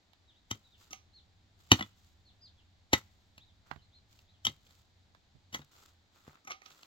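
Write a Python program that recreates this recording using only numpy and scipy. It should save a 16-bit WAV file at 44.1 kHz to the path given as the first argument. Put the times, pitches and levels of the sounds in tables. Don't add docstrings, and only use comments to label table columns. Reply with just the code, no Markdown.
import sys
import numpy as np
from scipy import signal
from scipy.fft import rfft, irfft
from scipy.io import wavfile

SR = 44100
rng = np.random.default_rng(int(sys.argv[2]) if len(sys.argv) > 2 else 0)


def transcribe(u):
    v = np.clip(np.atleast_2d(u).T, -1, 1)
    q = np.round(v * 32767).astype(np.int16)
    wavfile.write(sys.argv[1], SR, q)


N = 302510


def from_db(db):
    return 10 ** (np.asarray(db) / 20)


def rms_one(x):
    return x / np.sqrt(np.mean(x ** 2) + 1e-20)


def in_time(rows):
    s, *columns = np.transpose(rows)
    return [np.interp(np.arange(N) / SR, s, c) for c in columns]


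def at_hz(points, hz):
    point_hz, values = np.transpose(points)
    return np.interp(np.log(hz + 1e-9), np.log(point_hz), values)


def add(out, sound, s):
    at = max(round(s * SR), 0)
    out[:, at:at + sound.shape[1]] += sound[:, :N - at]


def band(x, low_hz, high_hz, order=2):
    edges = [low_hz, min(high_hz, .45 * SR)]
    return signal.sosfilt(signal.butter(order, edges, "band", fs=SR, output="sos"), x)


def resonance(x, hz, width_hz):
    r = np.exp(-np.pi * width_hz / SR)
    feedback = [1, -2 * r * np.cos(2 * np.pi * hz / SR), r * r]
    return signal.lfilter(np.array([1, 0, -1]) * (1 - r * r) / 2, feedback, x)


# (frequency [Hz], correlation [-1 to 1])
MICROPHONE_LIKENESS = [(60, 1), (130, 0.69), (290, 0.59), (640, 0.48), (1400, 0), (15000, 0.55)]


def coloured(x, spectrum):
    hz = np.arange(N // 2 + 1) * SR / N
    mid, side = rfft(x) * from_db(at_hz(spectrum, hz))
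    alike = np.clip(at_hz(MICROPHONE_LIKENESS, hz), -1, 1)
    shared, opposed = np.sqrt(1 + alike) * mid, np.sqrt(1 - alike) * side
    return rms_one(irfft(shared + opposed * [[1], [-1]], N))


def grains(length, per_s, spread_db):
    sizes = from_db(spread_db * np.minimum(rng.exponential(1, length), 4)) * rng.standard_normal(length)
    return rms_one(sizes * (rng.random(length) < per_s / SR))


LEFT_LEAD_S = .00026


def placed(x, pan_db, lead=1):
    n = np.arange(len(x))
    delayed = np.interp(n - round(lead * LEFT_LEAD_S * SR), n, x)
    gains = rms_one(from_db(np.array([[.5], [-.5]]) * pan_db))
    return np.array([x, delayed]) * gains


KNOCK_T = np.arange(-1384, 15000) / SR
ATTACK = (KNOCK_T > -.001) & (KNOCK_T < .012)


def swell(rise_s, t60):
    build_up = np.exp(np.minimum(KNOCK_T, 0) / max(rise_s, 1e-4))
    return build_up * from_db(-60 * np.maximum(KNOCK_T, 0) / t60)


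# (low edge [Hz], high edge [Hz])
PART_BANDS = [(45, 390), (400, 2400), (2500, 4500), (4800, 16500)]
PART_LASTS = [2.6, 1.0, 0.85, 1.1]
PART_LEADS = [0, 1, 1, 1]
# (frequency [Hz], relative level [dB])
SOIL_COLOUR = [(30, 3), (4400, -0.5), (5100, -0.5), (6100, 4.5), (7400, -3), (8300, -9), (9200, -6.5),
               (10200, -13.5), (11500, -4), (16000, -5)]


def knock(row, modes, plain_db, crack_db, push_db, crumble_db, crumble_t60, entry_db):
    s, *levels_db, rise_s, t60, pan_db = row
    crack = from_db(crack_db) * swell(rise_s, .3 * t60)
    entry = from_db(entry_db) * swell(.005, t60)
    crumble = from_db(crumble_db) * swell(rise_s, crumble_t60)
    contact = np.exp(-(KNOCK_T / rise_s) ** 2)
    push = from_db(push_db) * contact / contact.sum()
    length = len(KNOCK_T)
    soil = from_db(at_hz(SOIL_COLOUR, np.arange(length // 2 + 1) * SR / length))
    out = 0
    for level_db, (low_hz, high_hz), lasts, lead in zip(levels_db, PART_BANDS, PART_LASTS, PART_LEADS):
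        fractures = irfft(rfft(grains(length, 25000, 2.4)) * soil, length)
        burst = push + fractures * (entry + crack + swell(rise_s, t60 * lasts) + crumble)
        ringing = sum(from_db(db) * resonance(burst, hz, width_hz) for hz, width_hz, db in modes)
        part = band(from_db(plain_db) * burst + ringing, low_hz, high_hz, order=3)
        part *= from_db(level_db) / np.sqrt(np.mean(part[ATTACK] ** 2))
        out = out + placed(part, pan_db, lead)
    return out


# (time [s], thud [dB],
# crunch [dB], clank [dB], grit [dB], rise [s], base t60 [s], pan [dB], stone pitch [Hz], stone ring [dB])
PICK_BLOWS = [(0.5135, -42.5, -41.5, -45.5, -42, 0.0024, 0.019, 2, 3135, -40.5),
              (1.717, -20.5, -21, -22, -25, 0.0006, 0.035, 0.5, 2950, -22),
              (1.8089, -43.5, -37.5, -51, -56, 0.00085, 0.04, 1, 2940, -45.5),
              (1.826, -55, -45.5, -50, -58, 0.00092, 0.011, -1, 3430, -44.5),
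              (2.9324, -30.5, -23, -27.5, -30.5, 0.00065, 0.038, 2, 2900, -36),
              (4.4521, -50.5, -46, -46.5, -37.5, 0.0014, 0.033, 1.5, 3149, -32.5),
              (4.468, -46.5, -38, -34, -42.5, 0.00091, 0.034, 2, 3265, -33.5),
              (5.529, -57, -57, -59, -59, 0.0017, 0.062, 1.5, 3000, -58.5),
              (5.546, -50.5, -39.5, -48.5, -45.5, 0.0033, 0.077, 1.5, 3276, -44)]
# (frequency [Hz], width [Hz], level [dB])
PICK_HEAD = [(109, 24, 12), (203, 32, 5), (252, 39, 7), (301, 40, 2), (546, 90, -8.5), (803, 140, 0.5),
             (1040, 200, 0), (1302, 87, 8), (1988, 160, 13), (2940, 110, 4), (3716, 70, 6), (4320, 70, -1),
             (4650, 60, -3), (5460, 430, 1), (6180, 180, 3), (6780, 110, -1.5)]


def pick(stone_t60=.028, stone_rough=0.5):
    out = np.zeros((2, N))
    for *blow, stone_hz, stone_db in PICK_BLOWS:
        s, rise_s, pan_db = blow[0], blow[-3], blow[-1]
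        chatter = rms_one(band(rng.standard_normal(len(KNOCK_T)), 49, 270))
        phase = 2 * np.pi * stone_hz * KNOCK_T + stone_rough * chatter
        ping = np.sin(phase) * swell(rise_s, stone_t60)
        ping *= from_db(stone_db) / np.sqrt(np.mean(ping[ATTACK] ** 2))
        crunch = knock(blow, PICK_HEAD, plain_db=-7.0, crack_db=-1, push_db=30.0,
                       crumble_db=-16.5, crumble_t60=0.12, entry_db=-21)
        add(out, crunch + placed(ping, pan_db), s + KNOCK_T[0])
    return from_db(2.5) * out


# (time [s], thud [dB], crunch [dB], clank [dB], grit [dB], rise [s], base t60 [s], pan [dB])
TOOL_SCRAPES = [(0.908, -62.5, -60, -60, -55.5, 0.00084, 0.49, 2),
                (0.931, -86, -51, -47.5, -49, 0.0013, 0.052, -6.5),
                (6.451, -67, -64, -79.5, -65, 0.0021, 0.026, -2),
                (6.474, -64, -47.5, -56, -56, 0.0014, 0.16, -1),
                (6.508, -66, -41.5, -53.5, -53.5, 0.0048, 0.058, 1),
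                (6.518, -83, -48.5, -45.5, -56, 0.0038, 0.061, -4.5),
                (6.619, -94.5, -59, -64.5, -69, 0.0014, 0.045, -7.5),
                (6.661, -82, -59, -54, -81, 0.0021, 0.044, -10),
                (6.704, -79.5, -76.5, -66, -70, 0.00088, 0.049, -5)]
# (frequency [Hz], width [Hz], level [dB])
SCRAPING_METAL = [(257, 126, 3.5), (774, 42, 8), (1239, 39, 18.5), (2140, 250, 8.5), (2576, 37, -16),
                  (3260, 35, -8), (5950, 660, 9.5)]


def scrapes():
    out = np.zeros((2, N))
    for row in TOOL_SCRAPES:
        scrape = knock(row, SCRAPING_METAL, plain_db=-6.0, crack_db=27, push_db=20,
                       crumble_db=12, crumble_t60=0.22, entry_db=-6)
        add(out, scrape, row[0] + KNOCK_T[0])
    return from_db(1.2) * out


SOFT_T60_S, SOFT_T60_PER_CONTACT = .017, 9
SOFT_GRIT_DB = -9.5
# (time [s], thud [dB], crunch [dB], tick [dB], contact time [s], pan [dB])
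SMALL_GROUND_SOUNDS = [(0.133, -77, -66.5, -64.5, 0.00057, -12), (0.548, -57, -92, -61, 0.0038, 4),
                       (1.794, -43, -40, -44, 0.0034, 0.5), (3.38, -60.5, -59, -54, 0.00055, 0),
                       (3.7128, -46.5, -36, -53.5, 0.00049, -17.5), (3.761, -51.5, -56, -68.5, 0.0015, -22),
                       (4.191, -74.5, -73, -62.5, 0.00042, -1), (4.496, -49, -75, -52, 0.0017, 2),
                       (4.667, -69, -76, -66.5, .002, -1), (4.708, -71, -70, -65.5, 0.0014, -2),
                       (5.149, -79.5, -60.5, -67.5, 0.0009, -8), (5.352, -55.5, -84, -95, 0.0016, -19),
                       (5.593, -48, -58, -62, 0.0013, 0), (5.619, -69.5, -60, -61, 0.0028, 5),
                       (6.279, -49.5, -54.5, -82, 0.0002, 0.5), (6.716, -68, -70, -59.5, 0.00037, -3),
                       (6.832, -72, -62, -54.5, 0.00024, -1.5)]
# (frequency [Hz], width [Hz], level [dB])
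EARTH = [(80.3, 21, 5), (145, 14, 13.5), (245, 80, 4), (790, 400, 7), (1270, 1300, 7), (3430, 1300, -3.5)]


def small_ground_sounds():
    out = np.zeros((2, N))
    for s, thud_db, crunch_db, tick_db, contact_s, pan_db in SMALL_GROUND_SOUNDS:
        t60 = SOFT_T60_S + SOFT_T60_PER_CONTACT * contact_s
        row = (s, thud_db, crunch_db, tick_db, tick_db + SOFT_GRIT_DB, contact_s, t60, pan_db)
        sound = knock(row, EARTH, plain_db=-4, crack_db=-4.5, push_db=34.0,
                      crumble_db=-21.0, crumble_t60=.12, entry_db=-15.0)
        add(out, sound, s + KNOCK_T[0])
    return from_db(-2.0) * out


SPILL_ATTACK_S, SPILL_T60_S = 0.039, .33


def slide(start_s, length_s, t60):
    t = np.arange(N) / SR - start_s
    return np.clip(1 + t / SPILL_ATTACK_S, 0, 1) * from_db(-60 * np.maximum(t - length_s, 0) / t60)


THROWN_SAND_DB, THROWN_CRUMBS_DB = -33.5, -31.5
THROWN_S, THROWN_T60_S = 0.016, 0.1
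SETTLE_SAND_DB, SETTLE_CRUMBS_DB, SETTLE_T60_S = -78, -81, 2.1
SETTLE_FOLLOWS = .1
# (start [s], length [s],
# fine sand [dB], coarse crumbs [dB])
EARTH_SPILLS = [(0.808, 0.022, -67, -69.5), (1.603, 0.22, -74, -78.5), (1.975, .11, -75.5, -82),
                (3.677, .05, -76.5, -66.5), (4.114, 0.069, -73.5, -79), (4.653, .14, -74, -79),
                (5.741, .12, -68, -67), (6.152, .12, -74.5, -70), (6.268, 0.064, -72.5, -62.5),
                (6.66, 0.25, -69, -68)]


def earth_flow():
    flow = np.zeros((2, N))
    for s, length_s, sand_db, crumb_db in EARTH_SPILLS:
        flow = np.maximum(flow, from_db([[sand_db], [crumb_db]]) * slide(s, length_s, SPILL_T60_S))
    times, _, crunch_db = np.transpose(PICK_BLOWS)[:3]
    thrown_gain = from_db([[THROWN_SAND_DB], [THROWN_CRUMBS_DB]])
    settle_gain = from_db([[SETTLE_SAND_DB], [SETTLE_CRUMBS_DB]])
    for s, db in zip(times, crunch_db):
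        thrown = thrown_gain * from_db(db) * slide(s + SPILL_ATTACK_S, THROWN_S, THROWN_T60_S)
        settling = from_db(SETTLE_FOLLOWS * (db - crunch_db.mean())) * slide(s, 0, SETTLE_T60_S)
        flow = np.maximum(flow, thrown + settle_gain * settling)
    return flow


PEBBLES_PER_S, PEBBLE_SPREAD_DB = 90, 3
# (frequency [Hz], relative density [dB per Hz])
SAND_COLOUR = [(1500, -13), (2500, -5), (3400, 0.5), (4500, -0.5), (5900, -4), (7400, -0.5), (8600, -14),
               (9800, -22), (11500, -11), (16000, -11)]
# (frequency [Hz], relative density [dB per Hz])
CRUMB_COLOUR = [(150, -13), (300, -1), (600, -4.5), (1000, -1), (1350, -3.5), (1750, -6.5), (2500, -6.5),
                (4000, -21), (6000, -49)]


def trickle(sand_db=2.5, crumb_db=-0.5, clump_db=2.0, crumb_ring_db=5):
    sand_flow, crumb_flow = earth_flow()
    clumps = clump_db * rms_one(band(rng.standard_normal(N), 5.5, 70))
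    fine = np.array([grains(N, 9800, 2.8) for ear in range(2)])
    gravel = np.array([grains(N, PEBBLES_PER_S, PEBBLE_SPREAD_DB) for ear in range(2)])
    sand = coloured(fine + .5 * gravel, SAND_COLOUR)
    crumbs = coloured(np.array([grains(N, 1800, 3.8) for ear in range(2)]), CRUMB_COLOUR)
    crumbs = rms_one(crumbs + from_db(crumb_ring_db) * resonance(crumbs, 1330, 200))
    falling = from_db(sand_db) * sand_flow * sand + from_db(crumb_db) * crumb_flow * crumbs
    return from_db(clumps) * falling


ARCH_DROP_HZ, ARCH_HALF_S = 1008, 0.042
# (time [s], length [s], top of the arch [Hz], where the top falls in the note [0-1],
# peak level [dB])
BIRD_NOTES = [(0.275, 0.047, 3940, 0, -63), (0.335, 0.067, 3960, 0.82, -68.5),
              (0.633, .055, 3940, 0.4, -64.5), (0.71, 0.057, 3900, 0.04, -64),
              (1.125, 0.085, 4350, 0.36, -58.5), (2.246, 0.071, 4380, 0.19, -63.5),
              (2.406, .085, 4950, 0.28, -55), (2.568, 0.055, 3436, 0.12, -67.5),
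              (3.396, 0.051, 4045, 0.9, -60.5), (3.462, 0.055, 3950, .1, -68.5),
              (3.775, .04, 3110, .3, -70), (3.81, 0.033, 4150, .75, -66.5), (3.917, 0.076, 4200, 0.62, -63),
              (4.27, 0.054, 4040, 0.83, -68), (4.326, 0.049, 3450, .1, -72)]


def birds(waver_hz=60):
    out = np.zeros((2, N))
    for s, length_s, top_hz, top_share, db in BIRD_NOTES:
        u = np.linspace(0, 1, int(length_s * SR))
        waver = rms_one(band(rng.standard_normal(SR // 4), 23, 250))[:len(u)]
        from_top = (u - top_share) * length_s / ARCH_HALF_S
        hz = top_hz - ARCH_DROP_HZ * from_top ** 2 + waver_hz * waver
        whistle = np.sin(np.pi * u) * np.sin(2 * np.pi * np.cumsum(hz) / SR)
        add(out, placed(from_db(db) * whistle, 0), s)
    return out


def scatter(x, t60, delay_s, low_hz, high_hz):
    t = np.arange(SR // 2) / SR
    noise = band(rng.standard_normal((2, len(t))), low_hz, high_hz)
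    echo = noise * from_db(-60 * t / t60) * (t > delay_s)
    return signal.fftconvolve(x, rms_one(echo) / np.sqrt(len(t)), axes=1)[:, :N]


AIR_DB = -72.45
# (frequency [Hz], relative density [dB per Hz])
AIR_COLOUR = [(100, -19.5), (200, -2.5), (300, -5.5), (500, -10.5), (780, -6.5), (1100, -12.5),
              (2000, -11.5), (2800, -15), (3700, -8.5), (4500, -11.5), (5500, -18), (7400, -20),
              (9000, -37.5), (16000, -36)]
# (frequency [Hz], relative density [dB per Hz])
DRONE_COLOUR = [(20, -8.5), (40, -7.5), (62, -3), (88, 4), (102, 1), (122, -8.5), (150, -14), (186, -10),
                (215, -17), (300, -22.5), (600, -61)]
# (time [s], relative level [dB])
DRONE_LEVEL = [(0, -75.5), (.4, -71), (1.2, -67.5), (4.0, -67.5), (5.8, -70), (6.2, -74.5), (6.86, -80.5)]


def background(drone_db=0.63):
    course_db, = in_time(DRONE_LEVEL)
    air = from_db(AIR_DB) * coloured(rng.standard_normal((2, N)), AIR_COLOUR)
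    drone = from_db(course_db + drone_db) * coloured(rng.standard_normal((2, N)), DRONE_COLOUR)
    return air + drone


def scene():
    digging = pick() + scrapes() + small_ground_sounds()
    near_ground = from_db(-17.5) * scatter(digging, 0.084, 0.0087, 500, 9200)
    far_slope = from_db(-42) * scatter(digging, .38, .03, 500, 6000)
    song = birds()
    song_tail = from_db(-10.5) * scatter(song, .18, 0.011, 1700, 5200)
    return digging + near_ground + far_slope + trickle() + song + song_tail + background()


CUTOFF_HZ = 16000


def record(dry):
    low_pass = signal.ellip(10, .1, 80, CUTOFF_HZ, fs=SR, output="sos")
    return signal.sosfilt(low_pass, np.clip(dry, -1, 1))


dry = scene()
out = record(dry)
transcribe(out)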